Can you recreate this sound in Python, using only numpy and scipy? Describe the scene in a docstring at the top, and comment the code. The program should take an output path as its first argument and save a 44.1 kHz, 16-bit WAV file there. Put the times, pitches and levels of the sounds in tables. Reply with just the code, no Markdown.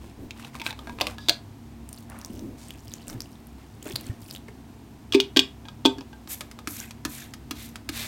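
"""Houseplants are watered from a thin plastic spray bottle in a small room with a low hum.
First the collar grinds, squeaks and clicks free: grit and stick-slip rub, with cracks that ring the shell.
Water follows as ringing drops and a patter of grains, with knocks; then dents snap out and the hollow rings.
Last come five pump strokes: trigger clicks, piston thumps, noise for the mist and grains for its spatter.
Handling rumbles and leaf brushes lie between; still air and hum run throughout."""
import sys
import numpy as np
from scipy import signal
from scipy.fft import rfft, irfft
from scipy.io import wavfile

SR = 44100
rng = np.random.default_rng(int(sys.argv[2]) if len(sys.argv) > 2 else 0)


def wav_out(sig):
    """Save sig, one row per channel (or a flat mono array), as 16-bit PCM at SR to the path in sys.argv[1]."""
    wavfile.write(sys.argv[1], SR, np.round(np.clip(np.atleast_2d(sig).T, -1, 1) * 32767).astype(np.int16))


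N = 355879

# strokes of the pump: (pull [s], length [s], crest [share of length], piston [dB], nozzle hiss [dB],
# spatter [dB], gurgle [dB]), levels before the balance of the mix
PUMP_STROKES = [(6.276, 0.082, 0.58, -37, -35, -42.5, -68), (6.676, 0.2, 0.11, -23, -42.5, -48.5, -49),
                (7.054, 0.23, 0.27, -19, -45.5, -48, -53), (7.513, 0.19, 0.61, -23.5, -49, -47, -63),
                (7.894, 0.21, 0.46, -21, -44.5, -36, -59)]
# ringing ticks of drops, bottle knocks and wall crackles: (time [s], relative level [dB], ring [Hz])
TICKS = [(1.8906, -28, 9000), (1.9294, -24.5, 9260), (2.0998, -30, 9700), (2.189, -30, 10500),
         (2.2144, -31, 5700), (2.2478, -21.5, 5870), (2.2604, -31, 8800), (2.3935, -33, 5900),
         (2.685, -32, 8700), (2.7064, -23.5, 3160), (2.881, -32, 5090), (2.918, -32.5, 3700),
         (2.938, -20, 6550), (3.0817, -22, 8050), (3.099, -25, 5500), (3.2052, -18.5, 5100),
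         (3.2194, -25.5, 5930), (3.4702, -36.5, 11800), (3.828, -28.5, 7500), (3.957, -16.5, 4430),
         (3.9602, -10.5, 4380), (4.0109, -27.5, 11800), (4.067, -29.5, 8100), (4.31, -23, 4830),
         (4.3502, -26.5, 3050), (4.362, -26, 3760), (6.802, -19.5, 7100)]
# colour of a tick's splash or crack: (frequency [Hz], relative level [dB])
TICK_COLOUR = [(600, 0), (2000, -12), (5000, -7), (8500, -2), (16000, -4.5)]
# low thumps of cap, water and bottle: (time [s], relative level [dB], pitch [Hz])
LOW_THUMPS = [(1.014, -20, 301), (1.299, -25, 592), (1.303, -22.5, 695), (2.30, -22, 220),
              (2.437, -20, 232), (3.148, -21, 126), (3.856, -27.5, 430), (3.858, -33.5, 602),
              (3.862, -25.5, 295), (3.904, -25, 372), (3.937, -21.5, 123), (4.096, -15, 91),
              (4.1, -41, 1843), (4.485, -32, 430)]


def sprayer():
    """The trigger clicks, the piston thumps, the nozzle hisses and spits, droplets spatter on leaf and jar."""
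    # trigger pulled and let go: (time [s], relative level [dB], ring [Hz], relative knock [dB])
    trigger_clicks = [(6.2746, -31.5, 3950, -13), (6.4081, -19, 2410, -13), (6.5134, -30, 2030, -33),
                      (6.5892, -30.5, 3770, -5.5), (6.6734, -16, 2470, -28), (6.9087, -27, 6100, -18),
                      (7.051, -14, 3570, -13), (7.3374, -25, 4630, -34), (7.5099, -16.5, 2480, -18),
                      (7.7573, -23.5, 2330, -28), (7.8907, -15.5, 2360, -29)]
    # colour of the trigger's crack: (frequency [Hz], relative level [dB])
    trigger_crack = [(600, -3.5), (1500, 1), (2400, 2), (5000, 1.5), (7000, -4.5), (10000, -6),
                     (16000, -13.5)]
    # colour of the mist at the nozzle: (frequency [Hz], relative level [dB])
    nozzle_colour = [(1500, -49), (4000, -4.5), (7000, 6), (9000, 5), (12500, 10.5), (16000, -2.5)]
    # colour of droplets landing: (frequency [Hz], relative level [dB])
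    spatter_colour = [(250, -15), (600, -1.5), (1200, -2), (2400, 5.5), (3000, 1.5), (3600, 6.5), (5000, 0),
                      (8000, -2), (15000, -8.5)]
    piston_hz = 289

    jet, landing, air = pump_strokes()
    flutter = from_db(3.1 * drift(rate_hz=110))   # the jet is unsteady
    mist = colour(rng.standard_normal(N), nozzle_colour)
    hiss = from_db(-1) * jet * flutter * mist
    spatter = from_db(-1) * landing * colour(grains(2800, 2.9), spatter_colour)
    gurgle = air * pings(per_s=320, low_hz=1480, high_hz=3600, cycles=57, rise=0.051, range_db=2)
    spit = air * pings(per_s=290, low_hz=5300, high_hz=13000, cycles=34, rise=0.05, range_db=25)
    spat_drop = ringing_ticks(TICKS[26:])   # one fat drop spat from the nozzle

    clicks = plastic_clicks(trigger_clicks, trigger_crack, t60=0.04, ring_db=-8.5, knock_db=3, gain_db=-25.5)
    lever = from_db(5) * resonate(clicks, 1260, 87)
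    piston_rows = [(s, db, piston_hz) for s, _, _, db, *_ in PUMP_STROKES]
    piston = thumps(piston_rows, t60=0.054, rise_s=0.0015)
    return hiss + spatter + gurgle + spit + spat_drop + clicks + lever + piston


def pump_strokes():
    """Each pull drives a jet; its droplets land a moment later, and air is sucked in behind the water."""
    flight_s, air_lag_s = 0.0051, 0.051   # delays after the pull
    spatter_crest, gurgle_crest = 0.43, 0.32   # share of the stroke
    jet, landing, air = np.zeros((3, N))
    for s, length_s, crest, _, hiss_db, spatter_db, gurgle_db in PUMP_STROKES:
        jet += arches([(s, length_s, hiss_db)], crest, steep=2.1)
        landing += arches([(s + flight_s, length_s, spatter_db)], spatter_crest, steep=1.5)
        air += arches([(s + air_lag_s, length_s, gurgle_db)], gurgle_crest, steep=1.15)
    return dribble(jet), dribble(landing), air


def dribble(flow):
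    """A flow with the weak tail of pressure that leaks away after it."""
    leak_s, pressure_db = 0.056, -5.5
    keep = np.exp(-1 / (leak_s * SR))
    leaking = signal.lfilter([1 - keep], [1, -keep], flow + 1e-18)
    return flow + from_db(pressure_db) * leaking


def water():
    """Fat drops ring over a patter of fine ones; bubbles fizz in the wet soil; dull plops and bumps swing."""
    # gushes from the tipped bottle: (start [s], length [s], relative level [dB])
    gushes = [(1.87, 0.18, -50), (2.17, 0.27, -55), (2.66, 0.41, -53.5), (3.06, 0.09, -45.5),
              (3.18, .24, -59), (3.81, 0.15, -44), (3.96, .16, -54), (4.19, 0.2, -47)]
    # fine dripping beneath and between the gushes: (start [s], length [s], relative level [dB])
    dripping = [(1.8, 3.0, -66.5)]
    flow_crest = 0.67   # share of its length at which a flow is strongest

    drops = ringing_ticks([*TICKS[:19], *TICKS[21:23]])   # fat drops on leaves and soil
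    fizz = pings(per_s=230, low_hz=2500, high_hz=11000, cycles=24, rise=0.05, range_db=26)
    ticks = colour(grains(260, 5), TICK_COLOUR)
    flow = arches(gushes, flow_crest, steep=0.7) + arches(dripping, flow_crest, steep=0.26)
    patter = flow * (0.51 * fizz + 0.5 * ticks)
    plops_and_bumps = thumps([*LOW_THUMPS[:1], *LOW_THUMPS[3:]], t60=0.051, rise_s=0.0027)
    return drops + patter + plops_and_bumps


def bottle_knocks():
    """The bottle knocks a pot or its squeezed wall crackles: short cracks that ring."""
    # bottle knocks and wall crackles: (time [s], relative level [dB], ring [Hz])
    knocks_and_crackles = [*TICKS[19:21], *TICKS[23:26]]
    return ringing_ticks(knocks_and_crackles)


def ringing_ticks(rows):
    """Each tick is a short burst of noise with a brief ring of two close modes."""
    out = np.zeros(N)
    for s, db, hz in rows:
        start = colour(burst(t60=0.013), TICK_COLOUR)
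        ring = mode_pair(hz, cycles=42)
        add(out, s, from_db(db - 27.5) * rms_one(start + 1.7 * ring))
    return out


def bottle_wall():
    """Dents snap out; the big ones swing a whole panel and set the hollow ringing."""
    # whole panels of the wall popping out: (time [s], relative level [dB], pitch [Hz])
    panel_pops = [(5.1478, -1, 354.4), (5.3668, -8, 323), (5.8535, -4.5, 324), (5.982, -25.5, 316)]
    # wall snapping between dents: (time [s], relative level [dB], ring [Hz], relative knock [dB])
    wall_snaps = [(5.1237, -15.5, 3210, -17), (5.1352, -18.5, 3360, -7), (5.1447, -14.5, 2470, -17),
                  (5.1485, -12, 2400, -13), (5.1562, -20, 4950, -20), (5.2012, -7.5, 3020, -30),
                  (5.3632, -15, 3280, -2), (5.366, -17, 3600, -22), (5.3708, -3, 3420, -15),
                  (5.3924, -2, 3490, -28), (5.654, -40.5, 3500, 2.5), (5.685, -31.5, 3450, -3.5),
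                  (5.8492, -25, 3520, -2.5), (5.853, -9, 3386, -2.5), (5.8585, -6, 3680, -11.5),
                  (5.984, -36, 5300, 2.5), (6.009, -34.5, 5200, 0), (6.130, -42, 3280, 6)]
    # colour of the wall's crack: (frequency [Hz], relative level [dB])
    wall_crack = [(600, -26.5), (1900, -20), (2600, -3), (3500, -3.5), (5000, -7), (7000, -14),
                  (9500, -22.5), (11000, -26), (16000, -26.5)]
    # resonances of the bottle's hollow: (frequency [Hz], width [Hz], relative level [dB])
    hollow_modes = [(266, 15.2, 17), (394.2, 10.3, 15.5), (479, 11.7, -8.5)]
    # overtones of the wall: (frequency [Hz], width [Hz], relative level [dB])
    wall_overtones = [(2470, 50, 1), (2900, 90, -8.5), (3320, 75, -4), (3480, 90, -7), (4520, 120, -1.5)]

    swing = thumps(panel_pops, t60=0.032, rise_s=0.0046) * from_db(2.5)
    snaps = plastic_clicks(wall_snaps, wall_crack, t60=0.038, ring_db=-0.5, knock_db=2.5, gain_db=-23.5)
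    hollow = sum(from_db(db) * resonate(swing, hz, width) for hz, width, db in hollow_modes)
    overtones = sum(from_db(db) * resonate(snaps, hz, width) for hz, width, db in wall_overtones)
    return swing + hollow + snaps + from_db(4) * overtones


def spray_head():
    """The collar grinds along its thread in fits and starts, catches, squeaks and rings low as it snaps free."""
    # head ticking over its thread and coming off:
    # (time [s], relative level [dB], ring [Hz], relative knock [dB])
    cap_clicks = [(0.308, -22, 2570, -40), (0.426, -34, 2680, -24), (0.4472, -26.5, 2780, -14),
                  (0.5524, -29, 2320, -4), (0.5986, -24, 2540, -14), (0.6044, -28, 2450, -11),
                  (0.6164, -19, 2420, -13), (0.6592, -26, 3800, -12), (0.6644, -11, 2450, -17),
                  (0.707, -20.5, 3620, -15), (0.7278, -28.5, 2430, -8), (0.7906, -28.5, 3400, -8),
                  (0.872, -31, 2200, 0), (0.8953, -29, 2420, -1.5), (0.987, -28, 2620, -7),
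                  (1.0012, -24, 2780, -7), (1.0107, -7.5, 2690, -13), (1.0152, -9, 4640, -13),
                  (1.069, -12.5, 2610, -14.5), (1.1833, -28, 3610, -6), (1.2855, -4.5, 3690, -18.5),
                  (1.2946, 1.5, 4470, -27.5)]
    # colour of the cap's crack: (frequency [Hz], relative level [dB])
    cap_crack = [(600, -28.5), (1500, -11), (2500, -6.5), (3600, 6), (4700, -4), (6000, -8), (9000, -15.5),
                 (16000, -18)]
    # turns of the collar on its thread: (start [s], length [s], relative rub level [dB])
    twists = [(0, 0.14, -56.5), (.355, .16, -50), (.53, 0.063, -48), (.635, .09, -42), (.73, 0.29, -58.5),
              (.995, 0.17, -49.5), (1.16, 0.19, -63.5)]
    # colour of the gritty thread: (frequency [Hz], relative level [dB])
    thread_colour = [(500, -16), (1000, 5), (1600, -6.5), (2500, 3.5), (4000, -1.5), (6000, -3),
                     (10000, -4.5), (16000, -13.5)]
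    # seal squeaking as the head pulls out: (start [s], length [s], level [dB])
    seal_squeak = [(1.175, 0.138, -52)]
    twist_crest = 0.337   # share of its length at which a turn is strongest

    grit = colour(grains(1500, 4.2), thread_colour)
    catches = pings(per_s=300, low_hz=750, high_hz=5500, cycles=15, rise=0, range_db=24)
    stick_slip = from_db(3 * drift(rate_hz=40))
    rub = arches(twists, twist_crest, steep=0.74) * stick_slip * (0.91 * grit + 0.76 * catches)

    slips = grains(3000, 2)
    squeal = rms_one(resonate(slips, 3750, 300) + 0.7 * resonate(slips, 4700, 300))
    squeak = arches(seal_squeak, twist_crest, steep=0.593) * squeal
    clicks = plastic_clicks(cap_clicks, cap_crack, t60=0.027, ring_db=1.5, knock_db=8.5, gain_db=-26.5)
    low_ring = thumps(LOW_THUMPS[1:3], t60=0.051, rise_s=0.0027)   # the cap as it snaps free
    return rub + squeak + clicks + low_ring


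def plastic_clicks(rows, spectrum, t60, ring_db, knock_db, gain_db):
    """Each snap is a short crack and a brief ring of the bent spot, over a duller knock of the shell."""
    out = np.zeros(N)
    for s, db, hz, body_db in rows:
        ring = from_db(ring_db) * mode_pair(hz, cycles=52)
        crack = rms_one(colour(burst(t60), spectrum) + ring)
        knock = from_db(body_db + knock_db) * shell(spread_db=9)
        add(out, s, from_db(db + gain_db) * (crack + knock))
    return out


def shell(spread_db):
    """Every blow strikes the shell's modes with strengths of its own; rms 1."""
    # modes of bottle and collar, before each blow's chance: (frequency [Hz], level [dB], t60 [s])
    shell_modes = [(328, -2.5, 0.085), (498, -9, 0.14), (588.5, -7, 0.1226), (705, -1, 0.05),
                   (841, -1.5, 0.065), (924, 4.5, 0.078), (1075, 3, 0.031), (1223, 6.5, 0.042),
                   (1428, -21.5, 0.067), (1635, -1, 0.11), (1883, -5, 0.025)]
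    out = 0
    for hz, db, t60 in shell_modes:
        fade = dying(t60)
        strength = from_db(db + spread_db * rng.standard_normal()) * rng.choice([-1, 1])
        struck_hz = hz * (1 + 0.026 * rng.standard_normal())
        out = out + strength * fade * np.sin(2 * np.pi * struck_hz * np.arange(len(fade)) / SR)
    return rms_one(out)


def thumps(rows, t60, rise_s):
    """Heavily damped low swings with a softened onset."""
    out, fade = np.zeros(N), dying(t60)
    t = np.arange(len(fade)) / SR
    onset = 1 - np.exp(-t / rise_s)
    for s, db, hz in rows:
        add(out, s, from_db(db) * fade * onset * np.sin(2 * np.pi * hz * t))
    return out


def hand():
    """Fingers shift on the bottle with a hollow rumble; leaves brush past, catching and flicking free."""
    # fingers shifting their grip: (start [s], length [s], rumble level [dB])
    grips = [(0, 0.089, -47.5), (.17, .12, -41.5), (.76, 0.35, -44), (2.26, 0.32, -40), (3.05, .17, -42),
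             (3.82, 0.41, -48)]
    # colour of the handling rumble: (frequency [Hz], relative level [dB])
    rumble_colour = [(80, -3), (150, -13), (240, 6.5), (380, -4.5), (600, -14), (1500, -38.5)]
    # leaves brushing past hand and bottle: (start [s], length [s], level [dB], centre [Hz])
    brushes = [(2.09, 0.23, -48.5, 1330), (2.574, 0.18, -52, 3930), (2.898, 0.22, -58.5, 2800),
               (3.075, 0.12, -49.5, 1570), (3.577, 0.11, -59.5, 2210), (3.849, 0.077, -44.5, 1980),
               (3.935, 0.3, -54, 2400), (4.479, 0.023, -47.5, 1820)]
    # colour of leaf friction: (frequency [Hz], relative level [dB])
    rustle_colour = [(250, -17), (600, 7.5), (1500, -11), (4000, -15), (8000, -8.5), (14000, -10)]

    out = arches(grips, crest=0.5, steep=0.71) * colour(rng.standard_normal(N), rumble_colour)
    flicks = pings(per_s=470, low_hz=830, high_hz=3650, cycles=41, rise=0, range_db=24)
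    friction = colour(grains(1400, 2.5), rustle_colour) + from_db(-9) * flicks
    for s, length_s, db, hz in brushes:
        progress = np.linspace(0, 1, round(length_s * SR))
        stroke = np.sin(np.pi * np.sqrt(progress))   # quick start, slow release
        rustle = resonate(friction, hz, hz)[round(s * SR):][:len(stroke)]
        add(out, s, from_db(db) * stroke * rms_one(rustle))
    return out


def background():
    """Still room air and the wavering hum of an appliance."""
    # partials of the hum: (frequency [Hz], rms level before the swell [dB], waver [share])
    hum_partials = [(64.7, -51, .8), (102, -52.5, 0.38), (135.7, -56.5, 0.82), (230.5, -51.5, 0.34),
                    (685, -73.5, 0.55)]
    # nearness to the hum: (time [s], level [dB])
    hum_swell = [(0, 0), (6.3, -2.5), (8.07, 3)]
    # colour of the room air: (frequency [Hz], relative level [dB])
    air_colour = [(15, -28.5), (25, -27), (49, -12.5), (108, -7.5), (166, -14), (236, -10), (263, -8.5),
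                  (301, -12), (575, -28.5), (677, -21), (818, -24.5), (962, -24.5), (1260, -31.5),
                  (2280, -34.5), (16000, -46.5)]

    t = np.arange(N) / SR
    hum = np.zeros(N)
    for hz, db, waver in hum_partials:
        # complex drift wavers both level and phase
        wander = 1 - waver + waver * (drift(rate_hz=4) + 1j * drift(rate_hz=1.2))
        hum += from_db(db) * rms_one(np.real(wander * np.exp(2j * np.pi * hz * t)))
    air = from_db(-47.5) * colour(rng.standard_normal(N), air_colour)
    return hum * level(hum_swell) + air


def room(x, wet_db, echo_s, echo_db, size=22050):
    """One near reflection, and a diffuse tail whose decay time depends on the band."""
    # decay of the room: (frequency [Hz], t60 [s])
    room_decay = [(200, 0.22), (700, 0.31), (3500, 0.19), (7000, 0.18), (14000, 0.3)]
    t, tail = np.arange(size) / SR, np.zeros(size)
    onset = 1 - np.exp(-t / 0.006)
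    edges = np.geomspace(100, 16000, num=9)
    for low, high in zip(edges, edges[1:]):
        bandpass = signal.butter(2, [low, high], "band", fs=SR, output="sos")
        band = signal.sosfilt(bandpass, rng.standard_normal(size))
        t60 = at_hz(room_decay, np.sqrt(low * high))
        tail += band * from_db(-60 * t / t60) * onset
    tail = signal.lfilter(*signal.butter(1, 6000, fs=SR), tail)
    response = from_db(wet_db) * tail / np.sqrt(np.sum(tail ** 2))
    response[round(echo_s * SR)] += from_db(echo_db)
    return x + signal.fftconvolve(x, response)[:N]


def grains(per_s, spread_db):
    """Random tiny impacts of uneven size."""
    sizes = from_db(spread_db * np.minimum(rng.exponential(1, N), 3)) * rng.choice([-1, 1], N)
    return sizes * (rng.random(N) < per_s / SR)


def pings(per_s, low_hz, high_hz, cycles, rise, range_db):
    """Random tiny decaying tones of some cycles each, rising in pitch by rise as bubbles do; rms 1."""
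    out = np.zeros(N)
    for when, size, strength in rng.random((round(per_s * N / SR), 3)):
        hz = low_hz * (high_hz / low_hz) ** size
        age = np.linspace(0, 1, round(cycles / hz * SR))
        fade = from_db(-range_db * strength - 60 * age)
        add(out, when * (N - 1) / SR, fade * np.sin(2 * np.pi * cycles * age * (1 + rise * age)))
    return rms_one(out)


def burst(t60, sharp=0.73, sharp_t60=0.0034):
    """Countless close modes struck at once: a sharp start, then an even rattle that dies."""
    fade = dying(t60) + sharp * dying(sharp_t60)
    return fade * rng.choice([-1, 1], len(fade))


def mode_pair(hz, cycles, split=0.04):
    """Two close modes, either side of hz, that beat and die within some cycles; rms 1."""
    fade = dying(cycles / hz)
    phase = 2 * np.pi * hz * np.arange(len(fade)) / SR
    return rms_one(fade * (np.sin(phase * (1 - split)) + np.sin(phase * (1 + split))))


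def resonate(x, hz, width_hz):
    """One resonance with a gain of about 1 at its peak."""
    r = np.exp(-np.pi * width_hz / SR)
    zeros = np.array([1, 0, -1]) * (1 - r * r) / 2
    poles = [1, -2 * r * np.cos(2 * np.pi * hz / SR), r * r]
    return signal.lfilter(zeros, poles, x + 1e-18)


def colour(x, spectrum, size=4096):
    """Causal (minimum-phase) filter with the given spectrum; rms 1."""
    cepstrum = irfft(np.log(from_db(at_hz(spectrum, np.fft.rfftfreq(size, 1 / SR)))))
    # folding the cepstrum forward makes the response minimum-phase
    cepstrum[1:size // 2] *= 2
    cepstrum[size // 2 + 1:] = 0
    response = irfft(np.exp(rfft(cepstrum)))
    return rms_one(signal.fftconvolve(x, response)[:len(x)])


def arches(rows, crest, steep=1.2):
    """Gain of movements (start [s], length [s], level [dB]): each swells to its crest and falls to rest."""
    out = np.zeros(N)
    for s, length_s, db in rows:
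        progress = np.linspace(0, 1, round(length_s * SR))
        phase = np.interp(progress, [0, np.clip(crest, 0.02, 0.98), 1], [0, np.pi / 2, np.pi])
        add(out, max(s, 0), from_db(db) * np.abs(np.sin(phase)) ** steep)
    return out


def drift(rate_hz):
    """Smooth chance with spread 1."""
    step = 40   # samples between the points of the slow curve
    r = np.exp(-2 * np.pi * step * rate_hz / SR)
    noise = rng.standard_normal(N // step + 2002)
    slow = signal.lfilter([1], [1, -2 * r, r * r], noise)[2000:]   # skip the filter's start-up
    return np.interp(np.arange(N) / step, np.arange(len(slow)), rms_one(slow))


def level(rows):
    """Gain curve from rows of (time [s], level [dB])."""
    s, db = np.transpose(rows)
    return from_db(np.interp(np.arange(N) / SR, s, db))


def dying(t60, size=6000):
    """Exponential decay, 60 dB in t60 seconds."""
    return from_db(-60 * np.arange(size) / SR / t60)


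def add(out, s, sound):
    """Mix a sound in at time s."""
    i = round(s * SR)
    out[i:i + len(sound)] += sound[:N - i]


def at_hz(points, hz):
    """Read a table on a log-frequency axis."""
    f, value = np.transpose(points)
    return np.interp(np.log(hz + 1e-9), np.log(f), value)


def from_db(db):
    """Decibels to gain."""
    return 10 ** (np.asarray(db) / 20)


def rms_one(x):
    """Scale to rms 1."""
    return x / np.sqrt(np.mean(x ** 2) + 1e-20)


def scene():
    """Bottle, water and hand sound in the room; air and hum are added without its echo."""
    near = sprayer() + water() + bottle_knocks() + bottle_wall() + spray_head() + hand()
    return (room(near, wet_db=-15.5, echo_s=0.0087, echo_db=-20) + background())[None]


def record(dry):
    """The microphone port hollows the treble; peaks clip at full scale; the top is cut."""
    hollowed = dry - 0.31 * resonate(dry, 10400, 860)
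    heard = np.clip(hollowed, -1, 1)
    cutoff_hz = 16100
    return signal.sosfilt(signal.ellip(10, 0.1, 70, cutoff_hz, fs=SR, output="sos"), heard)


dry = scene()
out = record(dry)
wav_out(out)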